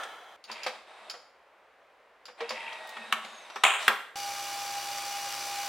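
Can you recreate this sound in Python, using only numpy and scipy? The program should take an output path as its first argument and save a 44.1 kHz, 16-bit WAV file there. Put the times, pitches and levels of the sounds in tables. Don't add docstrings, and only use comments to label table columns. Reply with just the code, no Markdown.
import sys
import numpy as np
from scipy import signal
from scipy.fft import irfft, next_fast_len
from scipy.io import wavfile
from scipy.ndimage import map_coordinates

SR = 44100
rng = np.random.default_rng(int(sys.argv[2]) if len(sys.argv) > 2 else 0)


def transcribe(u):
    v = np.clip(np.atleast_2d(u).T, -1, 1)
    q = np.round(v * 32767).astype(np.int16)
    wavfile.write(sys.argv[1], SR, q)


N = 250488
TIME = np.arange(N) / SR
HIT_TIME = TIME[:SR // 2]
FREQS = np.maximum(np.fft.rfftfreq(N, 1 / SR), 1)
COUNTER_HZ = 224.6
MOTOR_RELEASE_DB_PER_S, GEAR_RELEASE_DB_PER_S = 110, 193
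BREW_START_S = 4.157


def from_db(db):
    return 10 ** (np.asarray(db) / 20)


def rms_one(x):
    return x / np.sqrt(np.mean(x ** 2) + 1e-20)


def at_hz(points, hz=FREQS):
    points_hz, values = np.transpose(points)
    return np.interp(np.log(hz), np.log(points_hz), values)


def colour(points):
    return rms_one(from_db(at_hz(points)) * np.minimum(FREQS / points[0][0], 1) ** 2)


def resonances(modes):
    power = sum(from_db(db) ** 2 / (1 + ((FREQS - hz) / width) ** 2) ** 2 for hz, width, db in modes)
    return rms_one(np.sqrt(power))


def tilt(db_per_oct):
    return from_db(db_per_oct * np.log2(np.maximum(FREQS, 400) / 1600))


def rippled(shape, ripple_db, spacing_hz):
    ripple = map_coordinates(rng.standard_normal(2000), [FREQS / spacing_hz], order=2, mode="wrap")
    return rms_one(shape * from_db(ripple_db * ripple * np.minimum(FREQS / 1500, 1)))


def drift(rate_hz):
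    knots = rng.standard_normal(N // 20)
    return map_coordinates(knots, [TIME * rate_hz + 10], order=2, mode="wrap")


def tone(hz):
    cycles = np.cumsum(hz * np.ones(N)) / SR
    return np.sqrt(2) * np.sin(2 * np.pi * (cycles + rng.random()))


def gate(start_s, stop_s, release_db_per_s, swell_db_per_s=0, attack_s=0.024):
    attack = np.clip((TIME - start_s) / attack_s, 0, 1)
    held_db = swell_db_per_s * np.clip(TIME - start_s, 0, stop_s - start_s)
    return attack * from_db(held_db - release_db_per_s * np.maximum(TIME - stop_s, 0))


def add(out, time_s, sound):
    start = max(round(time_s * SR), 0)
    out[:, start:start + sound.shape[-1]] += sound[..., :N - start]


# (frequency [Hz], side re mid [dB])
FAR_WIDTH = [(60, -54), (380, -22.5), (2380, -12), (15000, -2.5)]
def noise(shape, width=FAR_WIDTH, size=N):
    padded = next_fast_len(size)
    hz = np.maximum(np.fft.rfftfreq(padded, 1 / SR), 1)
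    mid, side = np.exp(2j * np.pi * rng.random((2, len(hz)))) * np.interp(hz, FREQS, shape)
    stereo = irfft(mid + side * from_db(at_hz(width, hz)) * [[1], [-1]], padded)[:, :size]
    return stereo / np.std(stereo.mean(axis=0))


def strike(shape, t60_s, rise_s, tilt_db_per_oct=0, low_hz=130):
    ring = noise(shape * tilt(tilt_db_per_oct), size=len(HIT_TIME))
    envelope = (1 - np.exp(-HIT_TIME / rise_s)) * from_db(-60 * HIT_TIME / t60_s)
    highpass = signal.butter(2, low_hz, "high", fs=SR, output="sos")
    return rms_one(signal.sosfilt(highpass, ring * envelope)) * np.sqrt(np.mean(envelope ** 2))


# (frequency [Hz], level [dB])
ROOM_SPECTRUM = [(55, -24.5), (130, -33.5), (280, -22.5), (550, -8), (1050, -11.5), (2130, -16.5),
                 (6000, -38.5), (15000, -49.5)]
def room_tone(level_db=-60.5):
    return from_db(level_db) * noise(colour(ROOM_SPECTRUM))


# (frequency [Hz], T60 [s])
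ROOM_DECAY = [(200, 0.7), (15000, 0.43)]
def kitchen_reverb(dry, wet_db=-8, onset_s=0.0061, early_db=6, early_s=0.0096):
    t = TIME[:SR * 3 // 4]
    edges_hz = np.geomspace(100, 17000, 9)
    tail = 0
    for low, high in zip(edges_hz, edges_hz[1:]):
        bandpass = signal.butter(2, [low, high], "band", fs=SR, output="sos")
        band = signal.sosfilt(bandpass, noise(np.ones(len(FREQS)), size=len(t)))
        tail += band * from_db(-60 * t / at_hz(ROOM_DECAY, np.sqrt(low * high)))
    tail *= 1 + from_db(early_db) * np.exp(-t / early_s)
    tail = rms_one(tail * np.minimum(t / onset_s, 1) ** 2) / np.sqrt(len(t))
    return dry + from_db(wet_db) * signal.fftconvolve(dry, tail, axes=1)[:, :N]


def motor_strain(start_s=2.96, stop_s=3.27, level_db=-62.5, width_hz=18):
    hum = noise(resonances([(COUNTER_HZ, width_hz, 0)]))
    return from_db(level_db) * gate(start_s, stop_s, MOTOR_RELEASE_DB_PER_S) * hum


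# (time [s], pitch [Hz], level [dB])
WHINE_PATH = [(3.19, 7150, -68), (3.29, 6730, -63), (3.385, 6540, -58.5), (3.46, 6210, -66),
              (3.57, 5720, -65), (3.635, 5470, -67)]
def motor_whine(voices=10, smear_hz=210):
    times_s, pitches_hz, levels_db = np.transpose(WHINE_PATH)
    hz = np.interp(TIME, times_s, pitches_hz)
    level = from_db(np.interp(TIME, times_s, levels_db))
    whine = rms_one(sum(drift(smear_hz) * tone(hz) for _ in range(voices)))
    return level * gate(times_s[0], times_s[-1], GEAR_RELEASE_DB_PER_S) * whine


# (start [s], stop [s], pitch [Hz], level [dB])
MESH_TONES = [(2.545, 2.74, 925, -47.5), (2.54, 3.06, 1975, -52), (2.78, 2.96, 638, -56),
              (2.8, 2.97, 885, -53), (2.909, 3.053, 2605, -55), (3.05, 3.12, 3830, -55)]
def gear_mesh(sag_per_s=0.13, jitter=0.009, flutter_db=3.1):
    out = 0
    for start_s, stop_s, hz, db in MESH_TONES:
        speed = np.exp(-sag_per_s * np.maximum(TIME - start_s, 0)) * (1 + jitter * drift(240))
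        level = from_db(db + flutter_db * drift(110)) * gate(start_s, stop_s, GEAR_RELEASE_DB_PER_S)
        out += level * tone(hz * speed)
    return out


# (frequency [Hz], width [Hz], level [dB])
TOOTH_MODES = [(952, 20, 4), (1950, 140, -2), (2360, 460, 0.5), (2656, 60, 4.5), (3220, 85, -2.5)]
# (start [s], stop [s], initial level [dB])
GEAR_LOADS = [(0.474, 0.67, -49), (2.376, 2.517, -50), (2.53, 2.739, -46.5)]
def gear_rasp(motor_level, idle_db=-12, swell_db_per_s=13.5, grain_db=3):
    loaded = sum(from_db(db) * gate(start_s, stop_s, GEAR_RELEASE_DB_PER_S, swell_db_per_s)
                 for start_s, stop_s, db in GEAR_LOADS)
    rasp = np.hypot(loaded, from_db(idle_db) * motor_level) * noise(resonances(TOOTH_MODES))
    return from_db(grain_db * drift(300)) * rasp


# (frequency [Hz], level [dB])
WHIR_SPECTRUM = [(200, -37), (330, -13.5), (750, -2.5), (1400, -6), (3500, -14.5), (4700, -19),
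                 (15000, -50.5)]
# (frequency [Hz], width [Hz], level [dB])
GEARBOX_PEAKS = [(221, 14, -4), (626, 16.6, 9.5), (3740, 200, -1.5), (7500, 410, -16.5), (8300, 220, -14),
                 (9930, 1030, -21)]
# (start [s], stop [s], initial level [dB], swell [dB/s], tilt [dB/oct])
MOTOR_RUNS = [(0.471, 0.762, -48.5, -4, 0), (0.858, 1.092, -53.5, 12, -0.5), (2.367, 2.494, -50.5, 25, -1),
              (2.512, 3.18, -47, 0, .5), (3.21, 3.632, -47.5, -10.5, 1), (3.784, 3.894, -39, -12, 3)]
def head_drive(gearbox_db=-8):
    casing = np.hypot(colour(WHIR_SPECTRUM), from_db(gearbox_db) * resonances(GEARBOX_PEAKS))
    casing = rippled(casing, ripple_db=1.6, spacing_hz=123.3)
    whir, motor_level = 0, 0
    for start_s, stop_s, db, swell_db_per_s, db_per_oct in MOTOR_RUNS:
        level = from_db(db) * gate(start_s, stop_s, MOTOR_RELEASE_DB_PER_S, swell_db_per_s)
        whir += level * noise(casing * tilt(db_per_oct))
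        motor_level = np.hypot(motor_level, level)
    return whir + gear_rasp(motor_level) + gear_mesh() + motor_whine() + motor_strain()


# (frequency [Hz], level [dB])
RUB_SPECTRUM = [(150, -31.5), (380, -12), (720, -1), (1020, -6), (2800, -14), (3450, -10), (4200, -23),
                (15000, -39.5)]
# (frequency [Hz], width [Hz], level [dB])
CAVITY_MODES = [(1328, 89, 4.5), (1720, 170, -3)]
def bin_slide(stop_s=0.362, glide_db=-55.5, bump_db=16.5, bump_fade_s=0.16, grain_db=0.5):
    bump = np.exp(-TIME / bump_fade_s)
    rub = noise(rippled(colour(RUB_SPECTRUM), ripple_db=3.0, spacing_hz=128.6))
    cavity = from_db(-5 + 6 * bump) * noise(resonances(CAVITY_MODES))
    level = from_db(glide_db + bump_db * bump - grain_db * drift(123))
    return level * (rub + cavity) * (TIME < stop_s)


# (frequency [Hz], level [dB])
CLICK_SPECTRUM = [(500, -35), (1300, -12), (5000, -4), (6200, -47), (10000, -26), (15500, -31)]
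# (frequency [Hz], width [Hz], level [dB])
METAL_MODES = [(1390, 83, 6.5), (4970, 150, 10), (5300, 540, 8.5), (7320, 310, 3.5), (10340, 220, -2.5)]
# (time [s], level [dB], mode pitch [ratio])
LEVER_CLICKS = [(0.44, -43, 0.89), (0.515, -34.5, 0.93), (0.633, -34.5, 0.97), (1.098, -32, 0.95),
                (2.255, -42, 0.97), (2.492, -32, 0.95), (3.558, -41, 1.1), (3.824, -40, 1.1)]
def lever(t60_s=0.064, bounce_s=0.012, bounce_db=-8.5, tail_db=-17):
    out = np.zeros((2, N))
    for time_s, db, pitch in LEVER_CLICKS:
        metal = resonances([(hz * pitch, width, level) for hz, width, level in METAL_MODES])
        click = np.hypot(colour(CLICK_SPECTRUM), metal)
        tail = strike(metal, t60_s=0.45, rise_s=0.0033, tilt_db_per_oct=-4)
        add(out, time_s, from_db(db + tail_db) * tail)
        for delay_s, loss_db in ((0, 0), (bounce_s, bounce_db)):
            add(out, time_s + delay_s, from_db(db + loss_db) * strike(click, t60_s, rise_s=0.00035))
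    return out


# (frequency [Hz], level [dB])
CLACK_SPECTRUM = [(200, -50), (380, -11.5), (550, -1), (1200, 0.5), (4800, -10), (6500, -19.5),
                  (15000, -40)]
# (time [s], level [dB], tilt [dB/oct])
LINKAGE_TICKS = [(2.7282, -38.5, 2), (2.871, -47, 15), (2.8913, -44.5, 11), (3.248, -38, 1),
                 (3.4998, -37.5, -1)]
def linkage(t60_s=0.054, rise_s=0.0005):
    out = np.zeros((2, N))
    for time_s, db, db_per_oct in LINKAGE_TICKS:
        add(out, time_s, from_db(db) * strike(colour(CLACK_SPECTRUM), t60_s, rise_s, db_per_oct))
    return out


# (time [s], level [dB], tilt [dB/oct], body [Hz], body [dB], counter [dB])
KNOCK_HITS = [(0.498, -38.5, -4, 534, -74, -55.5), (.664, -26, 0.7, 511, -39, -59.5),
              (1.139, -42, -3, 480, -54, -76), (2.282, -43.5, -1.5, 494, -53.5, -74),
              (2.405, -31.5, -3, 467, -31, -57), (2.505, -30, 0, 518, -39, -51),
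              (3.894, -27, -4.5, 411, -42.5, -52)]
def knocks(t60_s=0.12, rise_s=0.00031):
    out = np.zeros((2, N))
    for time_s, db, db_per_oct, *_ in KNOCK_HITS:
        add(out, time_s, from_db(db) * strike(colour(CLACK_SPECTRUM), t60_s, rise_s, db_per_oct))
    return out


def body_boom(swell_s=0.027, t60_s=0.12):
    out = np.zeros((2, N))
    envelope = (1 - np.exp(-(HIT_TIME / swell_s) ** 2)) * from_db(-60 * HIT_TIME / t60_s)
    for time_s, _, _, body_hz, body_db, counter_db in KNOCK_HITS:
        body = from_db(body_db) * np.sin(2 * np.pi * body_hz * HIT_TIME)
        counter = from_db(counter_db) * np.sin(2 * np.pi * COUNTER_HZ * HIT_TIME)
        add(out, time_s, (body + counter) * envelope / envelope.max())
    return out


# (frequency [Hz], level [dB])
SPRING_SPECTRUM = [(380, -32), (620, -5), (1100, -8.5), (2300, 1), (3400, -2), (4400, -24), (5800, -39),
                   (6700, -13.5), (8500, -14), (10500, -30.5), (15500, -36)]
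# (time [s], ring [dB], crack re ring [dB])
SPRING_BOUNCES = [(3.636, -23, 9.5), (3.65, -24.5, 10.5), (3.6636, -31.5, 11.5)]
def latch_spring(housing, housing_db=-4, chatter_db=2.2, chatter_hz=260):
    shape = np.hypot(colour(SPRING_SPECTRUM), from_db(housing_db) * housing)
    cracks, ring = np.zeros((2, 2, N))
    for time_s, db, crack_db in SPRING_BOUNCES:
        crack = strike(shape, t60_s=0.058, rise_s=0.00056, low_hz=350)
        add(cracks, time_s, from_db(db + crack_db) * crack)
        add(ring, time_s, from_db(db) * strike(shape, t60_s=0.59, rise_s=0.0014, low_hz=358))
    return cracks + from_db(chatter_db * drift(chatter_hz)) * ring


# (frequency [Hz], level [dB])
SNAP_SPECTRUM = [(200, -27), (550, -17.5), (1200, -0.5), (1600, -1), (3400, -3.5), (4500, -17.5),
                 (13500, -31), (16000, -44)]
# (frequency [Hz], width [Hz], level [dB])
HOUSING_MODES = [(417, 16, -2), (792, 16, 9), (1078, 124, 5), (1340, 96, 4.5), (1810, 63, 3),
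                 (2270, 200, -4.5), (3080, 290, -10.5)]
# (time [s], level [dB], T60 [s], tilt [dB/oct], sheen [dB], counter re snap [dB])
SNAP_HITS = [(0.033, -34, 0.055, 6.5, -30, -48), (2.967, -32.5, 0.064, -0.5, -10, -22),
             (3.124, -11.5, 0.035, 2.5, -0.5, -31), (3.558, -29.5, 0.1, -5.5, -7, -24),
             (3.6364, -9, 0.03, 4, -8, -38.5), (3.879, -6, 0.036, 1, 9, -30.5)]
def latches(rise_s=0.0013, sheen_hz=11200, ring_db=-19, ring_t60_s=0.25):
    out = np.zeros((2, N))
    housing = resonances(HOUSING_MODES)
    plastic = rms_one(np.hypot(colour(SNAP_SPECTRUM), housing))
    sheen_shelf = 1 / (1 + (sheen_hz / FREQS) ** 12)
    for time_s, db, t60_s, db_per_oct, sheen_db, _ in SNAP_HITS:
        snap = strike(plastic * from_db(sheen_db * sheen_shelf), t60_s, rise_s, db_per_oct)
        add(out, time_s, from_db(db) * snap)
        add(out, time_s, from_db(db + ring_db) * strike(housing, ring_t60_s, rise_s))
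    return out + latch_spring(housing)


def counter_hum(swell_s=0.0072, t60_s=0.19):
    out = np.zeros((2, N))
    envelope = (1 - np.exp(-HIT_TIME / swell_s)) * from_db(-60 * HIT_TIME / t60_s)
    hum = envelope * np.sin(2 * np.pi * COUNTER_HZ * HIT_TIME)
    for time_s, db, *_, counter_db in SNAP_HITS:
        add(out, time_s, from_db(db + counter_db) * hum)
    return out


# (frequency [Hz], level [dB])
PUMP_SPECTRUM = [(60, -84), (120, -70), (180, -77.5), (300, -75), (360, -65), (420, -83), (780, -66.5)]
def pump(rate_hz=60.1, harmonics=23, flutter_db=0.5):
    return sum(from_db(at_hz(PUMP_SPECTRUM, hz) + flutter_db * drift(29)) * tone(hz)
               for hz in rate_hz * np.arange(1, harmonics + 1))


# (time [s], level [dB])
SPOUT_SPITS = [(4.984, -24.5), (5.325, -23), (5.342, -26.5)]
def spatter(shape, drops_per_s=22, drop_db=-36, spread_db=3):
    out = np.zeros((2, N))
    drop = strike(shape, t60_s=0.0052, rise_s=0.0001, tilt_db_per_oct=-2.5, low_hz=1500)
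    for time_s, db in SPOUT_SPITS:
        add(out, time_s, from_db(db) * drop)
    span_s = TIME[-1] - BREW_START_S
    for when, smallness in rng.random((round(drops_per_s * span_s), 2)):
        db = drop_db - spread_db * np.log(smallness + 0.06)
        add(out, BREW_START_S + when * span_s, from_db(db) * drop)
    return out


# (frequency [Hz], level [dB])
CASING_TONES = [(2293, -56), (3505, -57), (6090, -56.5)]
# (order [multiple of spin rate], level [dB])
SPIN_HARMONICS = [(12, -40), (18, -53.5), (24, -58.5), (37, -59)]
def spin_whine(spin_hz, flutter_db=1.94, jitter=0.00209):
    capsule = sum(from_db(db + flutter_db * drift(32)) * tone(order * spin_hz)
                  for order, db in SPIN_HARMONICS)
    casing = sum(from_db(db + flutter_db * drift(16)) * tone(hz * (1 + jitter * drift(60)))
                 for hz, db in CASING_TONES)
    return capsule + casing


# (frequency [Hz], level [dB])
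HISS_SPECTRUM = [(130, -38), (200, -30), (440, -24.5), (560, -14.5), (1100, -14), (3200, -16.5),
                 (5500, -14), (6500, -18.5), (16000, -28.5)]
# (frequency [Hz], width [Hz], level [dB])
CASING_MODES = [(104, 11, -11.5), (2390, 110, 2.5), (2880, 47, 5), (4630, 76, 2.5), (5900, 33, 7),
                (7220, 150, -3.5)]
# (frequency [Hz], side re mid [dB])
NEAR_WIDTH = [(60, -31), (3770, -15.5), (15000, -4.5)]
def brew(mean_hz=67.1, wobble=0.00086, hiss_db=-39.5, swell_db_per_s=1.13, throb_db=1.1, casing_db=-7):
    shape = np.hypot(colour(HISS_SPECTRUM), from_db(casing_db) * resonances(CASING_MODES))
    shape = rippled(shape, ripple_db=1.5, spacing_hz=50.02)
    spin_hz = mean_hz * (1 + wobble * drift(12))
    level_db = hiss_db + swell_db_per_s * (TIME - BREW_START_S) + throb_db * tone(spin_hz)
    hiss = from_db(level_db) * noise(shape, NEAR_WIDTH)
    return hiss + spin_whine(spin_hz) + pump() + spatter(shape)


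def scene():
    impacts = kitchen_reverb(lever() + knocks() + linkage() + latches())
    closing = impacts + body_boom() + counter_hum() + head_drive() + bin_slide() + room_tone()
    return np.where(TIME < BREW_START_S, closing, brew())


def record(dry):
    return signal.sosfilt(signal.ellip(10, .1, 80, 16000, fs=SR, output="sos"), dry)


dry = scene()
out = record(dry)
transcribe(out)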